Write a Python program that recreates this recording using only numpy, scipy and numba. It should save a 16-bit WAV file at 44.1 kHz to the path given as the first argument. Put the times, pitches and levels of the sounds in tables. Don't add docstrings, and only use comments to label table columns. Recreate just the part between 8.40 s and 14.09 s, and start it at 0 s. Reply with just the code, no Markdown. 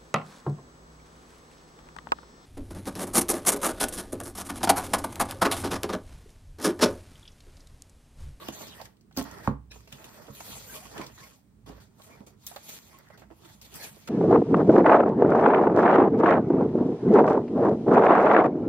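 import sys
import numpy as np
from scipy import signal
from scipy.fft import rfft, irfft
from scipy.io import wavfile
from scipy.ndimage import uniform_filter1d
from numba import njit

SR = 44100
rng = np.random.default_rng(int(sys.argv[2]) if len(sys.argv) > 2 else 0)


def attenuation_scalar(level_db):
    decades = np.asarray(level_db, float) / 20
    return 10 ** decades


def waveform_to_disk(signal):
    frames = np.transpose(np.atleast_2d(signal))
    scaled = np.clip(frames, -1, 1) * 32767
    samples = np.round(scaled).astype(np.int16)
    wavfile.write(sys.argv[1], SR, samples)


N = 250929
HZ = np.fft.rfftfreq(N, 1 / SR)
TIME = np.arange(N) / SR


def unit(x):
    return x / np.sqrt(np.mean(x ** 2))


def shape(table):
    hz, db = np.transpose(table)
    return attenuation_scalar(np.interp(np.log(HZ + 1), np.log(hz), db))


def band(x, low_hz, high_hz):
    sections = signal.butter(3, [low_hz, high_hz], "band", fs=SR, output="sos")
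    return signal.sosfilt(sections, x)


def add(out, s, sound, left_db):
    i = int(s * SR)
    sound = sound[..., :N - i]
    gains = attenuation_scalar(np.array([[left_db / 2], [-left_db / 2]]))
    out[:, i:i + sound.shape[-1]] += sound * gains


def fade(t, t60):
    return np.exp(-np.log(1000) * t / t60)


def walk(rate):
    hold = int(SR / rate)
    held = np.repeat(rng.standard_normal(N // 100), hold)[:N]
    return uniform_filter1d(held, hold // 2)


@njit
def svf(x, hz, sharp):
    y, b, l = np.empty(len(x)), 0., 0.
    for i in range(len(x)):
        g = np.tan(np.pi * hz[i] / SR)
        v = (b + g * (x[i] - l)) / (1 + g * (g + 1 / sharp))
        b, l, y[i] = 2 * v - b, l + 2 * g * v, v / sharp
    return y


def hum():
    # f/Hz, level/dB per Hz
    murmur = [(70, -19), (110, -9), (160, -11), (233, -11.5), (410, -27), (800, -31.5), (3000, -41.5),
              (6800, -44), (7900, -40.5), (9000, -41.5), (11000, -50), (14300, -46.5), (15900, -41)]
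    # t/s, level/dB
    arm_weight = [(0, -58), (.51, -59), (.568, -69), (.75, -59), (.95, -53), (1.35, -56.5), (1.75, -63),
                  (2.05, -61), (2.12, -52), (2.22, -58), (2.36, -57), (2.85, -58), (2.93, -73), (3.31, -53),
                  (3.66, -65.5), (3.77, -59), (4.4, -67), (4.95, -59.5), (5.69, -63)]
    mid, left, right, shake = rng.standard_normal((4, N))
    apart = np.clip(HZ / 1500, .1, 1)
    pair = np.sqrt(1 - apart) * rfft(mid) + np.sqrt(apart) * rfft(np.array([left, right]))
    room = unit(irfft(pair * shape(murmur), N))
    desk = band(shake, 46, 127) + 1.1 * band(shake, 54, 70)
    desk = desk + .5 * band(shake, 134, 150) + .9 * band(shake, 192, 212)
    s, db = np.transpose(arm_weight)
    tremble = unit(desk) * attenuation_scalar(np.interp(TIME, s, db))
    return attenuation_scalar(-67 + 3.5) * room + tremble


@njit
def walls(x, lags, gain, damp):
    line, soft, out = np.zeros((8, 4096)), np.zeros(8), np.zeros((2, len(x)))
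    for i in range(len(x)):
        total = 0.
        for k in range(8):
            soft[k] += (1 - damp) * (gain[k] * line[k, (i - lags[k]) & 4095] - soft[k])
            total += soft[k]
            out[k % 2, i] += soft[k] * (1 - (k & 2))
        for k in range(8):
            line[k, i & 4095] = x[i] + soft[k] - total / 4
    return out


def echo(near):
    t60_s, damp, echo_db = 0.25, 0.25, -15.5
    lags = rng.integers(170, 1100, size=8)
    source = band(near.mean(axis=0), 280, 14000)
    return attenuation_scalar(echo_db) * walls(source, lags, attenuation_scalar(-60 * lags / SR / t60_s), damp)


def knock(blows, modes):
    t = TIME[:SR]
    ring = sum(attenuation_scalar(db) * np.sin(2 * np.pi * hz * t) * fade(t, t60) for hz, db, t60 in modes)
    out = np.zeros((2, N))
    for s, db, ms in blows:
        push = np.hanning(int(ms * SR / 1000) + 3)
        add(out, s, attenuation_scalar(db) * signal.fftconvolve(ring, push / push.sum()), 0)
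    return out


def pile_landing():
    # t/s, level/dB, contact/ms
    pile_hits = [(.7665, -44, .3), (.776, -27.5, 0.7), (.7795, -30, 0.9), (.7872, -28.5, 0.5),
                 (.7908, -32, .9), (.7945, -34, .6), (.7988, -36, 0.15), (.8053, -36, .8), (.8115, -36, .2),
                 (.8158, -31.5, 0.7)]
    # f/Hz, level/dB, T60/s
    pile_modes = [(64, -14, 0.56), (199, -25, 0.15), (272, 2, 0.036), (330, -6, 0.04), (416, -6, 0.035),
                  (554, -8, 0.04), (700, -2.5, 0.035), (850, -7, 0.04), (1050, -7, .04), (1300, -10, 0.03),
                  (1810, -20, .03), (2190, -20, .03)]
    return knock(pile_hits, pile_modes)


def desk_blows():
    # t/s, level/dB, contact/ms
    book_hits = [
        (1.0795, -20, 0.88),
        (1.097, -37.5, 0.96),
        (1.110, -26, 2.3),
    ]
    # t/s, level/dB, contact/ms
    soft_hits = [(0.089, -40, 2.4), (1.53, -45, 3.2), (1.899, -39, 4), (2.116, -44, 5.3), (2.162, -48, 5),
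                 (2.597, -42.5, 1.43), (3.297, -46, 2.9)]
    # f/Hz, level/dB, T60/s
    desk_modes = [(60.5, -17.5, 0.62), (109.3, -13.5, 0.12), (139.5, -5, 0.26), (208, 2, 0.12),
                  (264.3, -3, 0.13), (390, -8, 0.073), (485, -8.5, 0.086), (538, -12.5, .1),
                  (705, -14, .07), (795, -15, 0.059), (860, -16, 0.08), (1000, -17, 0.072),
                  (1060, -25, 0.087), (1390, -17, 0.11), (1750, -19, .08), (2100, -21, .06)]
    return knock(book_hits + soft_hits, desk_modes)


def edge_strike():
    # t/s, peak level/dB, f/Hz, rise/s
    hard_edge = (1.0757, -10, 960, .00055)
    s, db, hz, rise = hard_edge
    out, t = np.zeros((2, N)), TIME[:SR // 100]
    swell = t / rise * np.exp(1 - t / rise)
    add(out, s, -attenuation_scalar(db) * np.cos(2 * np.pi * hz * (t - rise)) * swell, 0)
    return out


def taps():
    # t/s, peak level/dB, f/Hz, T60/s
    paper_contacts = [(.0875, -25, 330, 0.029), (.209, -37, 600, .04), (.231, -40.5, 515, .035),
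                      (.399, -36, 683, 0.075), (.415, -37.5, 523, 0.042), (.711, -52, 900, 0.045),
                      (1.359, -43, 437, 0.053), (1.474, -51, 435, .05), (1.641, -48, 348, .078),
                      (1.8, -46, 469, 0.13), (1.88, -40.5, 462, 0.11), (2.005, -35, 700, 0.04),
                      (2.077, -44, 480, 0.17), (2.101, -42, 300, .04), (2.109, -43, 900, 0.033),
                      (2.155, -45, 800, .04), (2.168, -44, 500, .04), (2.213, -46, 800, .04),
                      (2.454, -42, 1100, 0.052), (2.511, -47, 440, .045), (2.548, -43, 855, .05),
                      (2.577, -39.5, 1510, 0.11), (2.5945, -29.5, 330, .045), (2.612, -34, 1014, 0.06),
                      (2.699, -44.5, 380, .045), (2.777, -47.5, 1016, 0.075), (2.917, -55.5, 1100, 0.051),
                      (3.275, -43, 330, .07), (3.292, -37, 289, 0.15), (3.38, -49, 297, 0.037),
                     (3.599, -49, 600, 0.069), (3.687, -53, 568, .14), (3.806, -41, 280, 0.11),
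                     (3.871, -45, 330, .06), (4.113, -41, 700, .075), (4.147, -49, 800, .03),
                     (4.1615, -34, 600, 0.06), (4.7025, -43, 600, .05), (4.778, -54, 500, .038),
                     (4.8195, -41, 700, 0.07), (4.836, -48, 700, .04), (4.903, -45, 606, .05),
                     (4.912, -40, 330, 0.056), (5.351, -51, 384, 0.079), (5.421, -40, 1650, 0.09),
                     (5.567, -48, 390, 0.048), (5.675, -37, 1330, 0.11)]
    tick_rise, tick_s = 1.4, .0013
    left_db = -3
    out, t = np.zeros((2, N)), TIME[:SR // 6]
    rows = paper_contacts
    chance = rng.standard_normal((len(rows), 3, 4))
    crumple = rng.standard_normal((len(rows), 2, len(t)))
    for (s, db, hz, t60), c, noise in zip(rows, chance, crumple):
        others = np.sin(2 * np.pi * hz * np.exp(0.302 * c[0])[:, None] * t)
        ring = np.sin(2 * np.pi * hz * t) + (0.5 + .45 * c[1:]) @ others
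        rustle = unit(band(noise, 0.93 * hz, 3.2 * hz)) * fade(t, 1.18 * t60)
        ring = unit(ring) * fade(t, t60) + 0.6 * rustle
        ring = ring * (1 - np.exp(-t / 0.0015))
        turns = hz * (t + tick_rise * tick_s * (1 - np.exp(-t / tick_s)))
        tick = np.sin(2 * np.pi * turns) * fade(t, 0.02)
        scrape = .3 * unit(band(noise, 450, 3000)) * fade(t, 0.0064)
        ring = ring + tick + scrape
        add(out, s, attenuation_scalar(db + 1.5) * ring / np.abs(ring).max(), left_db)
    return out


def snaps():
    # t/s, peak level/dB, centre f/Hz
    sheet_creases = [(.4139, -35.5, 4440), (.4548, -39.5, 2060), (.5681, -61, 3700), (.61, -57, 5070),
                     (.7107, -62, 2020), (.7254, -55, 3800), (.9122, -41, 6200), (1.0739, -38.5, 2100),
                     (1.3158, -44, 2600), (1.4749, -49, 2710), (1.525, -33, 3130), (1.6421, -37, 3150),
                     (1.868, -45, 3370), (2.0052, -36, 2410), (2.109, -44, 4000), (2.342, -42, 4500),
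                     (2.4527, -52, 3970), (2.5784, -36, 3120), (2.6145, -35, 2300), (2.6652, -35, 4500)]
    # t/s, peak level/dB, centre f/Hz
    cover_claps = [(.7657, -35, 4770), (.7727, -24, 5200), (.7764, -31, 1930), (.7838, -28, 4350),
                   (.7985, -34, 1800), (.8114, -32, 3300), (.8254, -36, 6330), (.8404, -39, 6300)]
    # t/s, peak level/dB, centre f/Hz
    card_creases = [(3.2878, -48.5, 2700), (3.402, -55, 4020), (3.5966, -57, 3220), (3.619, -46.5, 3700),
                    (3.865, -51, 6200), (4.1615, -35, 3900), (4.3023, -40, 2297), (4.7759, -49, 3800),
                    (4.7949, -49, 2530), (5.0477, -48.5, 3070), (5.0942, -49, 2100), (5.2142, -41.5, 4710),
                    (5.3405, -38, 5950), (5.6755, -34, 2520)]
    # t/s, peak level/dB, centre f/Hz
    edge_flicks = [(.085, -26, 3100), (4.0655, -29, 5840), (4.0685, -29, 6300), (4.075, -33, 5500),
                   (4.5869, -46, 6500)]
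    # T60/s, bright edge level/dB re peak at 3 kHz
    snap_kinds = [
        (.042, -16),
        (.022, -8),
        (.046, -14),
        (.021, -7),
    ]
    brighter_db_per_octave = 7
    out, t = np.zeros((2, N)), TIME[:SR // 8]
    tables = (sheet_creases, cover_claps, card_creases, edge_flicks)
    rows = [row + kind for table, kind in zip(tables, snap_kinds) for row in table]
    chance = rng.standard_normal((len(rows), 3, len(t)))
    for (s, db, hz, t60, bright_db), c in zip(rows, chance):
        bright_db = bright_db + brighter_db_per_octave * np.log2(hz / 3000)
        noise = c[0] + 0.92 * c[1:]
        panel = unit(band(noise, 0.45 * hz, 7670) + 1.3 * band(noise, hz * 0.76, hz * 1.25))
        burst = panel + attenuation_scalar(bright_db) * unit(band(noise, 12000, 16000))
        swell = (fade(t, t60) + 0.8 * fade(t, .004)) * (1 - np.exp(-t / 0.00028))
        add(out, s, attenuation_scalar(db - 5.5) * burst * swell, 0)
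    return out


def patches():
    # t/s of the peak, width/s per 20 dB, level/dB, f/Hz
    singing = [(.02, .04, -54, 1150), (.085, .025, -50, 2950), (.145, .02, -56, 4500),
               (.31, .035, -53, 3800), (.345, .015, -57, 3300), (.375, .04, -58, 1850),
               (.770, .005, -45, 1350), (.775, .007, -38, 4700), (.786, .007, -43, 4400),
               (2.185, .015, -52, 7500), (2.275, .03, -54, 500), (2.315, .04, -54, 1550),
               (2.35, .04, -54, 2400), (2.37, .05, -53, 620), (2.37, .03, -56, 1100), (2.43, .03, -59, 750),
               (2.58, .04, -51, 1700), (2.625, .035, -52, 2300), (2.84, .03, -59, 2200),
               (2.83, .05, -60, 1050), (2.79, .02, -59, 1800), (3.27, .01, -58, 3500), (3.7, .04, -58, 650),
               (3.735, .04, -60, 2300), (1.8, .03, -55, 600), (1.9, .03, -55, 550), (1.32, .014, -55, 1700),
               (1.32, .014, -53, 2550), (1.318, .014, -51, 3900), (1.318, .014, -53, 5400),
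               (2.615, .03, -48, 1000), (4.125, .02, -57, 800), (4.315, .025, -54, 2300),
               (4.55, .04, -61, 1050), (4.73, .04, -64, 2000), (5.42, .035, -49, 4250),
               (5.43, .035, -51, 1750), (5.45, .02, -50, 2300)]
    spread = .05
    out, t = np.zeros((2, N)), TIME[:SR // 5]
    middle = t[-1] / 2
    chance = rng.standard_normal((len(singing), 3, len(t)))
    for (s, width, db, hz), c in zip(singing, chance):
        song = unit(band(c[0] + .7 * c[1:], hz * (1 - spread), hz * (1 + spread)))
        swell = attenuation_scalar(db - 20 * ((t - middle) / width) ** 2)
        skip = max(int((middle - s) * SR) + 1, 0)
        add(out, s - middle + skip / SR, (song * swell)[:, skip:], 0)
    return out


def strokes():
    # t/s, held/s, hiss level/dB, weight/dB of the low voices re hiss
    dragged = [(0.0, .1, -54, 3), (.125, .15, -52, -6), (.275, 0.18, -58.5, 0.5), (.772, .03, -47, -1),
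               (.85, .23, -61.5, 11.5), (1.313, 0.05, -61, 0.5), (1.375, 0.082, -68.5, -4),
               (1.475, 0.05, -63, -3), (1.521, 0.15, -60, 5), (1.68, .27, -64, -1),
               (1.95, .465, -52.5, -6.5), (2.43, .24, -56.5, 2.5), (2.67, .3, -65, -3),
               (2.778, .078, -62, 2), (3.262, 0.044, -63, 6), (3.31, 0.079, -70.5, 10),
               (3.403, 0.038, -65, 1), (3.866, 0.017, -60.5, -2.5), (4.068, .012, -45, -16),
               (4.1, 0.14, -58, -8), (4.29, .072, -48, -9), (4.42, .17, -64, -7), (4.59, .1, -73, 10),
               (4.702, 0.04, -71, 13), (4.776, .045, -68.5, 7.5), (5.035, 0.041, -66.5, 6.5),
               (5.216, .035, -53.5, -8), (5.26, .08, -62, -4.5), (5.53, 0.14, -62, -2.5)]
    # t/s of the peak, width/s per 20 dB, hiss level/dB, weight/dB
    swept = [(.226, 0.15, -61, 11), (.41, 0.1346, -65, 6.5), (.768, .025, -58, -4), (1.055, 0.06, -57, -2),
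             (1.654, 0.0149, -53.5, -7), (1.755, 0.09, -61, -2.5), (1.804, 0.22, -67, 13),
             (2.13, 0.23, -47.5, -6), (2.349, 0.1139, -47.5, -14), (2.597, 0.1122, -59.5, 16.5),
             (2.84, .17, -58, -4), (3.295, 0, -68, 14), (3.655, 0.08, -57, -12),
             (3.72, 0.2252, -67.5, 10.5), (4.056, 0.07, -60.5, -5.5), (4.31, .14, -50, -8),
             (4.546, 0.1, -66, 7), (4.92, 0.03, -77.5, 18.5), (5.1, 0.23, -62, 0), (5.358, .05, -50, -1),
             (5.44, .11, -45.5, -3.5), (5.69, .022, -52, 10), (2.35, .13, -62, 8)]
    # share of the weight, offset/dB, resting level/dB, letting go/(dB/s)
    response = [
        (0, 0.04, -101, 400),
        (.3, -.5, -93.5, 329),
        (1, -0.53, -83, 239.5),
        (1.05, -4.5, -68, 198),
    ]
    catch_s, sag_db_per_s, roundness = .007, 10.5, 1.25
    t = TIME[::SR // 1000]
    s, held, db, weight = np.transpose(dragged)[..., None]
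    drag = db - sag_db_per_s * np.clip(t - s, 0, held) - 40 * np.maximum(s - t, 0) / catch_s
    peak, width, top, heavy = np.transpose(swept)[..., None]
    sweep = top - 20 * (np.abs(t - peak) / width) ** roundness
    voices = []
    for share, offset_db, rest_db, let_go in response:
        released = drag - let_go * np.maximum(t - s - held, 0)
        each = np.vstack([released + share * weight, sweep + share * heavy])
        power = attenuation_scalar(2 * (each + offset_db)).sum(axis=0) + attenuation_scalar(2 * rest_db)
        voices.append(np.interp(TIME, t, 10 * np.log10(power)))
    return voices


def crackle():
    when, size = rng.random(N) < 70 / SR, rng.exponential(1, N)
    noise = rng.standard_normal((2, N)).cumsum(axis=0)
    pops = band(when * attenuation_scalar(3.5 * np.minimum(size, 3)) * noise, 900, 9000)
    return pops * attenuation_scalar(strokes()[1] + 17)


def slips(rate, spread_db):
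    chance, size, noise = rng.random(N), rng.exponential(1, N), rng.standard_normal((2, N))
    clicks = (chance < rate / SR) * attenuation_scalar(spread_db * np.minimum(size, 3.5)) * noise[0]
    return unit(clicks) + 0.83 * noise[1]


def bends():
    # t/s, resonance f/Hz, strength
    curvature = [(0, 2900, .6), (.26, 3800, 2), (.34, 1870, 0.66), (1.2, 2600, 1.2), (1.8, 2400, 0.083),
                 (2.5, 1750, 0.37), (2.77, 1800, 2.1), (2.82, 2200, 2.6), (2.865, 2400, 0.36),
                 (3.68, 2300, 1.15), (3.95, 3650, 0.45), (4.22, 2300, 0.41), (4.48, 2100, 1.9),
                 (4.68, 1500, .9), (4.77, 2630, .8), (5.0, 3500, .4), (5.34, 1700, .8), (5.6, 2310, .6)]
    s, hz, strength = np.transpose(curvature)
    now = np.searchsorted(s, TIME, side="right") - 1
    return [uniform_filter1d(c[now], size=SR // 33) for c in (hz, strength)]


def sheets():
    # low f/Hz, high f/Hz, slips/(1/s), size spread/dB, channel likeness 0-1
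    paper_voices = [
        (6110, 14700, 8300, 2.5, 0.63),
        (1800, 6110, 5000, 2, 0),
        (433, 1940, 3100, 0.5, 0.31),
        (124.9, 432.5, 680, 1, 0.38),
    ]
    # f/Hz, level/dB per Hz
    friction = [(100, 8), (300, 1), (1000, -2), (1700, -7), (2400, -2), (4300, -1), (7000, -6),
                (9500, -10.5), (13500, -10.5), (15500, -4.5), (16000, -30.5)]
    bend_hz, bend = bends()
    stutter, out = walk(60), 0
    for (low, high, rate, spread_db, like), db in zip(paper_voices, strokes()):
        shared, left, right = (slips(rate, spread_db) for _ in range(3))
        pair = np.sqrt(like) * shared + np.sqrt(1 - like) * np.array([left, right])
        pair = irfft(rfft(pair) * shape(friction), N)
        pair = pair + bend * np.array([svf(port, bend_hz, 10.6) for port in pair])
        limits = np.geomspace(low, high, num=5)
        panels = sum(band(pair, a, b) * attenuation_scalar(2.8 * walk(26)) for a, b in zip(limits, limits[1:]))
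        out = out + unit(panels) * attenuation_scalar(db + 1.3 * stutter + 0.5)
    return out


def scene():
    near = pile_landing() + desk_blows() + edge_strike()
    near = near + taps() + snaps() + patches() + crackle() + sheets()
    return near + echo(near) + hum()


def roll_off(x):
    return signal.sosfilt(signal.butter(12, 16670, fs=SR, output="sos"), x)


def record(dry):
    # f/Hz, phase/rad
    port_lead = [(0, 0), (800, -.4), (1300, -.5), (2900, -2.7), (5500, -3.4), (7300, -3.0), (11500, -.8),
                 (13000, 0), (22050, 0)]
    # f/Hz, level/dB
    port_level = [(60, -4.5), (400, -5.5), (1300, -2), (2500, -1.5), (5000, -1), (9000, 3.5), (12000, -1)]
    low_cut_hz, mono_hz, top_hz = 52, 12300, 15900
    hz, rad = np.transpose(port_lead)
    port = np.sqrt(shape(port_level)) * np.exp(.5j * np.interp(HZ, hz, rad))
    pair = rfft(dry) * np.array([port, 1 / port])
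    alike = (2 * pair.mean(axis=0) + pair) / 3
    pair = np.where(HZ > mono_hz, alike, pair)
    pair = pair * np.where(HZ > top_hz, attenuation_scalar(-14), 1)
    cut = signal.butter(3, low_cut_hz, "high", fs=SR, output="sos")
    mix = signal.sosfilt(cut, irfft(pair, N))
    return roll_off(mix)


dry = scene()
out = record(dry)
waveform_to_disk(out)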